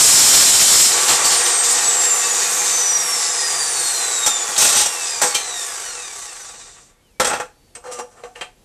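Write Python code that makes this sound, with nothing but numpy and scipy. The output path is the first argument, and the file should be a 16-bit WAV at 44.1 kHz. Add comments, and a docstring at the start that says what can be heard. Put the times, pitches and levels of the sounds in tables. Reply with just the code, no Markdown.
"""A chop saw finishing a cut in aluminium plate comes first, then it is switched off and coasts to rest.
Place: a garage with a short echo over a quiet floor. Distance: close. Microphone: one small one, worn on the head.
Teeth ring the blade, brushes hiss and whine over the commutator and gears rumble in the housing.
The plate is knocked, slid and set down, the guard is tapped and squeaks, and faint whistles pass.
The loud parts overload the microphone."""
import sys
import numpy as np
from scipy import signal
from scipy.fft import rfft, irfft
from scipy.io import wavfile
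from scipy.ndimage import uniform_filter1d

SR = 44100
rng = np.random.default_rng(int(sys.argv[2]) if len(sys.argv) > 2 else 0)


def output_pcm(signal):
    """Save a mono or channel-first signal as 16-bit PCM at the path in sys.argv[1].

    Samples are clipped to [-1, 1] before scaling.
    """
    pcm = np.clip(np.atleast_2d(signal).T, -1, 1) * 32767
    wavfile.write(sys.argv[1], SR, np.round(pcm).astype(np.int16))


N = 381024
T = np.arange(N) / SR  # seconds

# Spectra list pitch_hz, level_db (per Hz, shape only: the sound is rescaled later).
# Modes list pitch_hz, width_hz (at -6 dB), level_db (on the spectrum's scale, before the body's modes_db).
# Rubbing lists start_s, level_db (treble), clank_db (re treble), drone_db (re treble).
# Blows list start_s, level_db (treble, before attack and decay), clank_db, thud_db (both re level),
# t60_s, pitch_hz (ringing tone), tone_db (re level); the tone's t60 is stretched by ring_on.

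# quiet garage floor: pitch_hz, level_db
FLOOR_SPECTRUM = [(18, -27.5), (30, -8.5), (60, -19), (91, -18.5), (183, -24), (489, -27), (864, -34),
                  (1120, -38.5), (6480, -40), (12400, -43), (14400, -59.5)]
# faint whistles, perhaps birds outside, one list each: start_s, pitch_hz, level_db
WHISTLE_GLIDES = [
    [(6.95, 2190, -80.5), (7.0, 2200, -66), (7.05, 2200, -78)],
    [(7.02, 3080, -75), (7.06, 3070, -60.5), (7.11, 2660, -70), (7.15, 2270, -66), (7.2, 2310, -58)],
    [(7.47, 4100, -82), (7.52, 4260, -69), (7.57, 4000, -76), (7.62, 3580, -78)],
    [(7.55, 4530, -68), (7.63, 4520, -67.5), (7.75, 4520, -69)],
]
# squeaks of the guard's pivot: start_s, end_s, pitch_hz, level_db
PIVOT_SQUEAKS = [(7.838, 7.92, 4210, -55), (7.84, 7.907, 6600, -63), (7.868, 8.03, 5680, -49),
                 (7.854, 8.0, 1190, -41), (7.848, 8.057, 497, -38.5), (8.232, 8.31, 736, -43)]
# taps on the blade guard: start_s, level_db, clank_db, thud_db, t60_s, pitch_hz, tone_db
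GUARD_TAPS = [(7.7505, -33.5, -3, -7, 0.073, 8200, 6), (7.8394, -46.5, -14, 12, 0.074, 503, 1),
              (7.92, -31.5, -16, -7, 0.12, 450, -5), (7.988, -28, -16, 4, 0.075, 503, -18),
              (8.2349, -45, 5.5, 16, 0.13, 483, 0), (8.358, -45, 1, 5.5, 0.35, 2850, -6),
              (8.4098, -31.5, 7.5, 6, 0.11, 3170, 5)]
# guard creeping round its pivot: start_s, level_db, clank_db, drone_db
GUARD_SWING = [(7.76, -48, -6, 1), (7.814, -68, -9, 11), (7.854, -48, -4, 10), (7.91, -50, -2, 12),
               (7.92, -37, -8, -6), (7.998, -33.5, -4.5, 5), (8.034, -64, -4, 11), (8.11, -61, -13, 1),
               (8.19, -60, -1, 12), (8.248, -54, -5, 1), (8.344, -62, -14, -1), (8.36, -49, 21, 10)]
# broad response of the guard: pitch_hz, level_db
GUARD_SPECTRUM = [(18, -66.5), (30, -43), (408, -10), (502, -5.5), (933, -10.5), (1180, -6.5), (1650, -15),
                  (3060, -28), (3870, -31.5), (8400, -26.5), (14400, -55)]
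# resonances of the guard: pitch_hz, width_hz, level_db
GUARD_RESONANCES = [(480, 52, 4.5), (730, 39, 6.5), (856, 50, 3.5), (1207, 44.3, -3), (1544, 50, -2.5),
                    (1790, 60, -6.5), (2790, 60, -15), (3170, 50, -17), (4070, 80, -20.5), (5930, 90, -15),
                    (6560, 91, -21.5), (7450, 200, -17.5), (8100, 220, -19.5)]
# knocks of the plate: start_s, level_db, clank_db, thud_db, t60_s, pitch_hz, tone_db
PLATE_KNOCKS = [(4.2611, -3.5, -14, -9.5, 0.11, 5910, -7), (4.4844, -24, -16, 0, 0.13, 6750, -11),
                (4.5614, -19, 3, -19, 0.066, 830, -4), (4.578, -3.5, -18, -12.5, 0.13, 6150, -9),
                (4.7704, -10, -7, -17, 0.28, 8540, -3), (4.8574, -12, -10, -6, 0.088, 8100, -8),
                (5.215, -7.5, -11, -4, 0.18, 7650, -6.5), (5.232, -12, -26, -1, 0.13, 493, -7),
                (5.2694, -19, -23, -12, 0.26, 8350, -12), (5.3452, -11.5, -5.5, -10.5, 0.12, 3120, -5),
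                (5.35, -28, 4, -3, 0.17, 2380, 5), (7.1976, -10, -6, 4, 0.11, 513, 1),
                (7.245, -12.5, -7, 2, 0.1, 1460, -10.5), (7.268, -15.5, -9, 2, 0.098, 8080, 4),
                (7.2944, -26.5, -6, 8.5, 0.31, 840, -0.5), (7.3302, -26.5, -6.5, 9.5, 0.17, 825, -15),
                (7.3983, -27, -11, 10.5, 0.1, 500, 10.5)]
# plate sliding on the table: start_s, level_db, clank_db, drone_db
PLATE_SLIDE = [(4.57, -32.5, 4, -2), (4.58, -26, -4, -16.5), (4.61, -9.5, -8, -10.5), (4.666, -7, -10, -14),
               (4.764, -15.5, -7, -8.5), (4.806, -11.5, -8.5, -10.5), (4.92, -46, 0, -14.5)]
# broad response of the plate: pitch_hz, level_db
PLATE_SPECTRUM = [(18, -36), (30, -27), (243, -17.5), (515, -8.5), (571, -8), (820, -6), (933, -10),
                  (1880, -8.5), (2190, -12.5), (8400, -2), (9310, -11), (13400, -21.5), (14400, -29)]
# resonances of the plate: pitch_hz, width_hz, level_db
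PLATE_RESONANCES = [(506, 51, -10), (843, 45, 3.5), (1090, 28, -1.5), (1380, 220, -4), (1850, 32, -8.5),
                    (2490, 42, -6.5), (2640, 170, -7), (3300, 140, -3.5), (3410, 150, -9.5),
                    (3700, 37, -3.5), (3780, 15, 2), (5644, 150, 2), (6100, 110, 3.5), (7440, 230, 1),
                    (8440, 150, 3), (11200, 200, -32), (11200, 69, -19.5), (12200, 130, -14.5)]
# teeth in the metal: start_s, level_db, clank_db, drone_db
TEETH_CUT = [(0.0, -3.5, -13.5, -13), (0.028, -5.5, -11, -16.5), (0.532, -9, -7, -13.5),
             (0.82, -4.5, -10, -18), (1.05, -27, -1, -5.5)]
# guard and blade jolting as the head swings up: start_s, level_db, clank_db, thud_db, t60_s, pitch_hz, tone_db
HEAD_JOLTS = [(1.0775, -2, -4.5, -6, 0.24, 5730, -9), (1.2395, -5.5, -14, -13, 0.26, 4590, -7.5),
              (1.2988, -7, -5, -14, 0.29, 4510, -7.5), (1.4498, -7, -7, -24, 0.15, 6070, 0),
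              (1.6294, -7, -11, -23, 0.2, 7160, -18), (1.6894, -9, -16, -14, 0.25, 7100, -0.5)]
# broad response of the blade: pitch_hz, level_db
BLADE_SPECTRUM = [(59, -48), (100, -26), (835, -16), (2520, -15), (4900, -6.5), (5210, -1.5), (6550, -3.5),
                  (7740, -1), (10100, -12.5), (13300, -17.5), (14400, -36)]
# resonances of the blade: pitch_hz, width_hz, level_db
BLADE_RESONANCES = [(3100, 29, -8), (3570, 34, -9), (4085, 89, -9), (4380, 41, -8), (4610, 75, -8),
                    (5210, 52, 0), (5200, 40, -5), (5760, 30, -1), (6920, 50, 5), (7130, 15, -1.5),
                    (7490, 63, 0.5), (7640, 60, 4.5), (8000, 110, -2), (8540, 170, -2), (9500, 97, -19.5),
                    (10400, 150, -15), (11800, 74, -19), (12200, 40, -20), (13200, 89, -13)]
# broad response of the motor housing: pitch_hz, level_db
HOUSING_SPECTRUM = [(18, -63), (30, -43.5), (277, -24), (464, -7), (586, -14), (864, -5.5), (958, -8.5),
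                    (1830, -7.5), (2190, -10), (3400, -7.5), (3770, -0.5), (4180, -5.5), (7570, 5),
                    (13400, -20), (14400, -31)]
# resonances of the motor housing: pitch_hz, width_hz, level_db
HOUSING_RESONANCES = [(360.4, 60, -16), (482, 42, -10), (728, 73, -9.5), (832, 27, -7.5), (1146, 75, -8),
                      (1897, 73, -8.5), (2400, 50, -11), (3564, 77, -1.5), (4350, 97, -4), (4680, 160, -3),
                      (5886, 180, 1.5), (7460, 300, -2.5), (8200, 300, 1.5)]
# balance of the motor noise: start_s, rumble_db (re hiss), air_db (fan, re hiss)
NOISE_BALANCE = [(0.85, -15.5, -0.5), (0.95, -7, -10), (1.8, -7.5, -8.5), (2.9, -9, -8), (4.1, -8, -8.5),
                 (5.5, -6.5, -7.5), (6.4, -8, -11), (6.75, -7, -17), (7.0, 1, -22)]
# gear, fan and winding tones: multiple of shaft speed, level_db (re hiss, before muffling and the housing)
SHAFT_TONES = {12: -8, 28: -14.5, 36: -16, 40: -21.5, 41: -18, 45: -12.5, 49: -19.5, 53: -16.5, 60: -12.5,
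               65: -16, 68: -19, 84: -29}
# commutator whine, harmonics 1, 2, 3 ..: level_db (re hiss, before muffling and radiation)
WHINE_HARMONICS_DB = [-1.5, -3.5, -9.5, -11, -13.5, -12, -14, -11, -13, -12, -14, -19, -13, -15.5]
# how well the housing radiates the whine: pitch_hz, level_db
WHINE_RADIATION = [(900, -29), (1400, -16), (1900, -14.5), (2200, -20), (2650, -9.5), (3200, -18),
                   (3450, -13), (3750, -3.5), (4000, -9.5), (4250, -5), (4600, -11.5), (4950, -5.5),
                   (5350, -9.5), (5900, 2), (6750, -10.5), (7200, 0.5), (8100, -4.5), (8800, -4),
                   (9700, -6.5), (10500, -12), (11800, -22.5), (13000, -18.5), (14000, -27.5)]

FLOOR_DB = -56.5
ROOM_T60_S, ROOM_DB = 0.22, -9
BARS = 32  # commutator bars per turn
SWITCH_OFF_S, STANDSTILL_S = 0.9, 6.988
CRAWL_S = 0.04  # the model holds the speed it has this long before standstill
FRICTION_BARS_PER_S2, DRAG_PER_BAR = 1309.9, 1.204e-5  # bearing friction; fan drag on speed squared
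MUFFLED_DB, CLEAR_S = -20, 1.4  # motor tones are muffled at switch-off and clear as the head swings up
HISS_DB, HISS_DB_PER_OCTAVE, HISS_DIES_HZ = -14.5, 5, 250  # against bars per second
RING_OFF_DB_PER_S = 72  # the housing rings off once the rotor stands
JITTER_TURNS = 0.0007  # unsteady turning blurs the high overtones most
THROB, THROB_BELOW_HZ = 0.46, 950  # depth of the slow rotor's throb; turning point in bars per second
CEILING, KNEE, LOPSIDED = 0.4, 4.0, 0.055  # overload: amplitude, sharpness, square-law share
TOP_HZ = 14050


def amp(db):
    """Convert dB to gain."""
    return 10 ** (np.asarray(db) / 20)


def unit(x):
    """Scale to rms 1."""
    return x / np.sqrt(np.mean(x ** 2))


def band(x, lo_hz, hi_hz):
    """Band-pass between two pitches."""
    return signal.sosfilt(signal.butter(3, [lo_hz, hi_hz], "bandpass", fs=SR, output="sos"), x)


def sine(pitch_hz):
    """Sine whose phase accumulates a changing pitch."""
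    return np.sin(2 * np.pi * np.cumsum(pitch_hz) / SR)


def decay(age_s, t60_s):
    """Exponential dying away by 60 dB in t60_s."""
    return np.exp(-np.log(1000) * age_s / t60_s)


def body(spectrum, modes=(), modes_db=0.0, size=8192):
    """Minimum-phase response of a broad spectrum with resonances on it."""
    hz = np.maximum(np.arange(size // 2 + 1) * SR / size, 1)
    pitch_hz, level_db = np.transpose(spectrum)
    power = amp(np.interp(np.log(hz), np.log(pitch_hz), level_db)) ** 2
    for mode_hz, width_hz, db in modes:
        power = power + amp(db + modes_db) ** 2 / (1 + (2 * (hz - mode_hz) / width_hz) ** 2) ** 2
    # folding the cepstrum forward makes the response start at once
    cepstrum = irfft(np.log(power) / 2)
    cepstrum[1:size // 2] *= 2
    cepstrum[size // 2 + 1:] = 0
    return irfft(np.exp(rfft(cepstrum)))


def ring(x, response):
    """Pass x through a response."""
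    return signal.fftconvolve(x, response)[:N]


def walk(rate_hz):
    """Random levels held 1 / rate_hz seconds and smoothed twice; spread near 1."""
    k = int(SR / rate_hz)
    steps = np.repeat(rng.standard_normal(N // k + 1), k)
    return 1.38 * uniform_filter1d(uniform_filter1d(steps, k), k)[:N]


def grains(spread_db):
    """Dense contacts of very uneven size."""
    return rng.standard_normal(N) * amp(spread_db * rng.exponential(size=N))


def curve(rows):
    """Columns of a table over time; the first, a level, is -140 dB outside the table."""
    start_s, level_db, *others = np.transpose(rows)
    level = np.interp(T, start_s, level_db, left=-140, right=-140)
    return [level] + [np.interp(T, start_s, column) for column in others]


def rubbing(rows, jerk_db, rate_hz):
    """Envelopes (treble, clank, drone) of a sliding contact that comes in uneven jerks."""
    level_db, clank_db, drone_db = curve(rows)
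    return amp(level_db + jerk_db * walk(rate_hz)) * amp([0 * T, clank_db, drone_db])


def blows(events, attack_s, ring_on):
    """Envelopes of rattling bursts (treble, clank, thud) and the tone each struck spot leaves ringing."""
    power, tones = np.zeros((3, N)), np.zeros(N)
    for start_s, level_db, clank_db, thud_db, t60_s, pitch_hz, tone_db in events:
        span = slice(int(start_s * SR), int((start_s + 0.6) * SR))
        age_s = T[span] - T[span][0]
        rise = 1 - np.exp(-age_s / attack_s)
        levels = amp([[level_db], [level_db + clank_db], [level_db + thud_db]])
        power[:, span] += (levels * rise * decay(age_s, t60_s)) ** 2
        tone = np.sin(2 * np.pi * pitch_hz * age_s)
        tones[span] += amp(level_db + tone_db) * rise * decay(age_s, ring_on * t60_s) * tone
    return np.sqrt(power), tones * amp(3.6 * walk(60))


def struck(envelopes, response, spread_db):
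    """Grainy contacts ring a body in three bands, each with its own envelope."""
    out = 0
    bands_hz = ((4500, 16000), (2000, 4500), (25, 2000))  # treble, clank, thud or drone
    for envelope, (lo_hz, hi_hz) in zip(envelopes, bands_hz):
        force = grains(spread_db)
        steady = band(ring(force, response), lo_hz, hi_hz)
        shaped = band(ring(force * envelope, response), lo_hz, hi_hz)
        out = out + shaped / np.sqrt(np.mean(steady ** 2))
    return out


def quiet_floor():
    """Unsteady noise of the quiet garage, shaped by its spectrum."""
    noise = unit(ring(rng.standard_normal(N), body(FLOOR_SPECTRUM)))
    return amp(FLOOR_DB + 1.6 * walk(14)) * noise


def garage_echo(near):
    """Decaying noise smears the close sounds, starting 6 ms after them."""
    age_s = T[:SR // 2]
    echo = rng.standard_normal(len(age_s)) * decay(age_s, ROOM_T60_S) * (age_s > 0.006)
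    return ring(near, amp(ROOM_DB) * echo / np.sqrt(np.sum(echo ** 2)))


def whistles():
    """Thin sines glide in pitch and level."""
    out = 0
    for rows in WHISTLE_GLIDES:
        start_s, pitch_hz, level_db = np.transpose(rows)
        level = amp(curve(np.c_[start_s, level_db])[0])
        out = out + level * sine(np.interp(T, start_s, pitch_hz))
    return out


def squeaks():
    """Rough, wavering tones while the pivot sticks and slips."""
    out = 0
    for start_s, end_s, pitch_hz, level_db in PIVOT_SQUEAKS:
        gate = uniform_filter1d(1.0 * ((T > start_s) & (T < end_s)), size=400)
        rough = amp(level_db + 3.8 * walk(70))
        out = out + gate * rough * sine(pitch_hz * (1 + 0.0073 * walk(50)))
    return out


def guard():
    """A hand taps the blade guard and swings it, ringing its resonances."""
    taps, tones = blows(GUARD_TAPS, attack_s=0.0012, ring_on=1.0)
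    contact = np.hypot(rubbing(GUARD_SWING, jerk_db=4.0, rate_hz=46), taps)
    response = body(GUARD_SPECTRUM, GUARD_RESONANCES, modes_db=-3.0)
    return tones + struck(contact, response, spread_db=2.0)


def plate():
    """Knocks and a slide ring the aluminium plate."""
    knocks, tones = blows(PLATE_KNOCKS, attack_s=0.002, ring_on=1.3)
    contact = np.hypot(rubbing(PLATE_SLIDE, jerk_db=3.5, rate_hz=110), knocks)
    response = body(PLATE_SPECTRUM, PLATE_RESONANCES, modes_db=-1.0)
    return tones + struck(contact, response, spread_db=2.5)


def blade():
    """Teeth tear chips and ring the blade; later the rising saw head jolts it."""
    jolts, tones = blows(HEAD_JOLTS, attack_s=0.014, ring_on=0.88)
    contact = np.hypot(rubbing(TEETH_CUT, jerk_db=2.3, rate_hz=49), jolts)
    response = body(BLADE_SPECTRUM, BLADE_RESONANCES, modes_db=5.0)
    return tones + struck(contact, response, spread_db=3.0)


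def bars_per_second():
    """Commutator speed v: steady under power, then dv/dt = -(friction + drag v^2) down to a crawl."""
    left_s = np.clip(STANDSTILL_S - np.maximum(T, SWITCH_OFF_S), CRAWL_S, None)
    scale = np.sqrt(FRICTION_BARS_PER_S2 / DRAG_PER_BAR)
    return scale * np.tan(np.sqrt(FRICTION_BARS_PER_S2 * DRAG_PER_BAR) * left_s)


def motor_noise(hiss_db, bars_hz, turns, housing):
    """Brush hiss, gear rumble and fan air are bands of one noise rung by the housing."""
    start_s, rumble_db, air_db = np.transpose(NOISE_BALANCE)
    rumble_db, air_db = np.interp(T, start_s, rumble_db), np.interp(T, start_s, air_db)
    once_a_turn = np.cos(2 * np.pi * turns)
    # the rotor is slightly out of round: the noise swells once a turn
    noise = ring((1 + 0.19 * once_a_turn) * grains(spread_db=2.0), housing)
    hiss = unit(band(noise, 2570, 9970)) * amp(0.97 * walk(30) + 0.56 * walk(6))
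    rumble = unit(band(noise, 65, 2740)) * amp(rumble_db + 0.6 * walk(10))
    # the rumble throbs more as the rotor slows
    rumble = rumble * (1 + THROB / (1 + (bars_hz / THROB_BELOW_HZ) ** 2) * once_a_turn)
    air = unit(band(noise, 8910, 16000)) * amp(air_db + 1.2 * walk(24) + 2.0 * walk(7.8))
    return amp(hiss_db) * (hiss + rumble + air)


def motor_tones(hiss_db, bars_hz, turns, housing):
    """After switch-off, multiples of shaft speed sweep down through the housing's resonances."""
    def tone(multiple, level_db, flutter_db):
        """A multiple of shaft speed that swells and fades as brushes and gears chatter."""
        heard = (multiple * bars_hz / BARS < TOP_HZ) & (T > SWITCH_OFF_S)
        flutter = flutter_db * (walk(16) + 1.65 * walk(55))
        return heard * np.sqrt(2) * amp(level_db + flutter) * np.sin(2 * np.pi * multiple * turns)

    tones_db = hiss_db + np.interp(T, [SWITCH_OFF_S, CLEAR_S], [MUFFLED_DB, 0])
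    weak = sum(tone(multiple, tones_db + db, 2) for multiple, db in SHAFT_TONES.items())
    weak = ring(weak, housing / np.abs(rfft(housing)).max())
    pitch_hz, radiated_db = np.transpose(WHINE_RADIATION)
    whine = 0
    for k, db in enumerate(WHINE_HARMONICS_DB, start=1):
        radiated = np.interp(np.log(k * bars_hz), np.log(pitch_hz), radiated_db)
        whine = whine + tone(k * BARS, tones_db + db + radiated, flutter_db=1.5 if k < 3 else 2)
    # the unbalance hum is hardly radiated when slow
    hum = band(tone(0.97, tones_db - 39, flutter_db=2.4), 130, 230)
    return weak + whine + hum


def motor():
    """Noise and tones share the coasting rotor's speed and die away with it."""
    bars_hz = bars_per_second()
    hiss_db = HISS_DB + HISS_DB_PER_OCTAVE * np.log2(bars_hz / bars_hz[0])
    hiss_db = hiss_db - 20 * np.log10(1 + HISS_DIES_HZ / bars_hz)
    hiss_db = hiss_db - RING_OFF_DB_PER_S * np.maximum(T - STANDSTILL_S + CRAWL_S, 0)
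    turns = np.cumsum(bars_hz / BARS) / SR + JITTER_TURNS * walk(70)
    housing = body(HOUSING_SPECTRUM, HOUSING_RESONANCES, modes_db=4.5)
    noise = motor_noise(hiss_db, bars_hz, turns, housing)
    return noise + motor_tones(hiss_db, bars_hz, turns, housing)


def scene():
    """Floor and whistles behind the close saw and plate with their echo; one microphone feeds both channels."""
    background = quiet_floor() + whistles()
    near = squeaks() + guard() + plate() + blade() + motor()
    return np.tile(background + garage_echo(near) + near, (2, 1))


def record(dry):
    """The input stage flattens loud peaks lopsidedly, which adds a rumble; a steep filter cuts the top."""
    clipped = dry / (1 + np.abs(dry / CEILING) ** KNEE) ** (1 / KNEE)
    clipped = clipped + LOPSIDED * clipped ** 2
    clipped = signal.sosfilt(signal.butter(1, 12, "highpass", fs=SR, output="sos"), clipped)
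    return signal.sosfilt(signal.ellip(12, 0.2, 90, TOP_HZ, fs=SR, output="sos"), clipped)


dry = scene()
out = record(dry)
output_pcm(out)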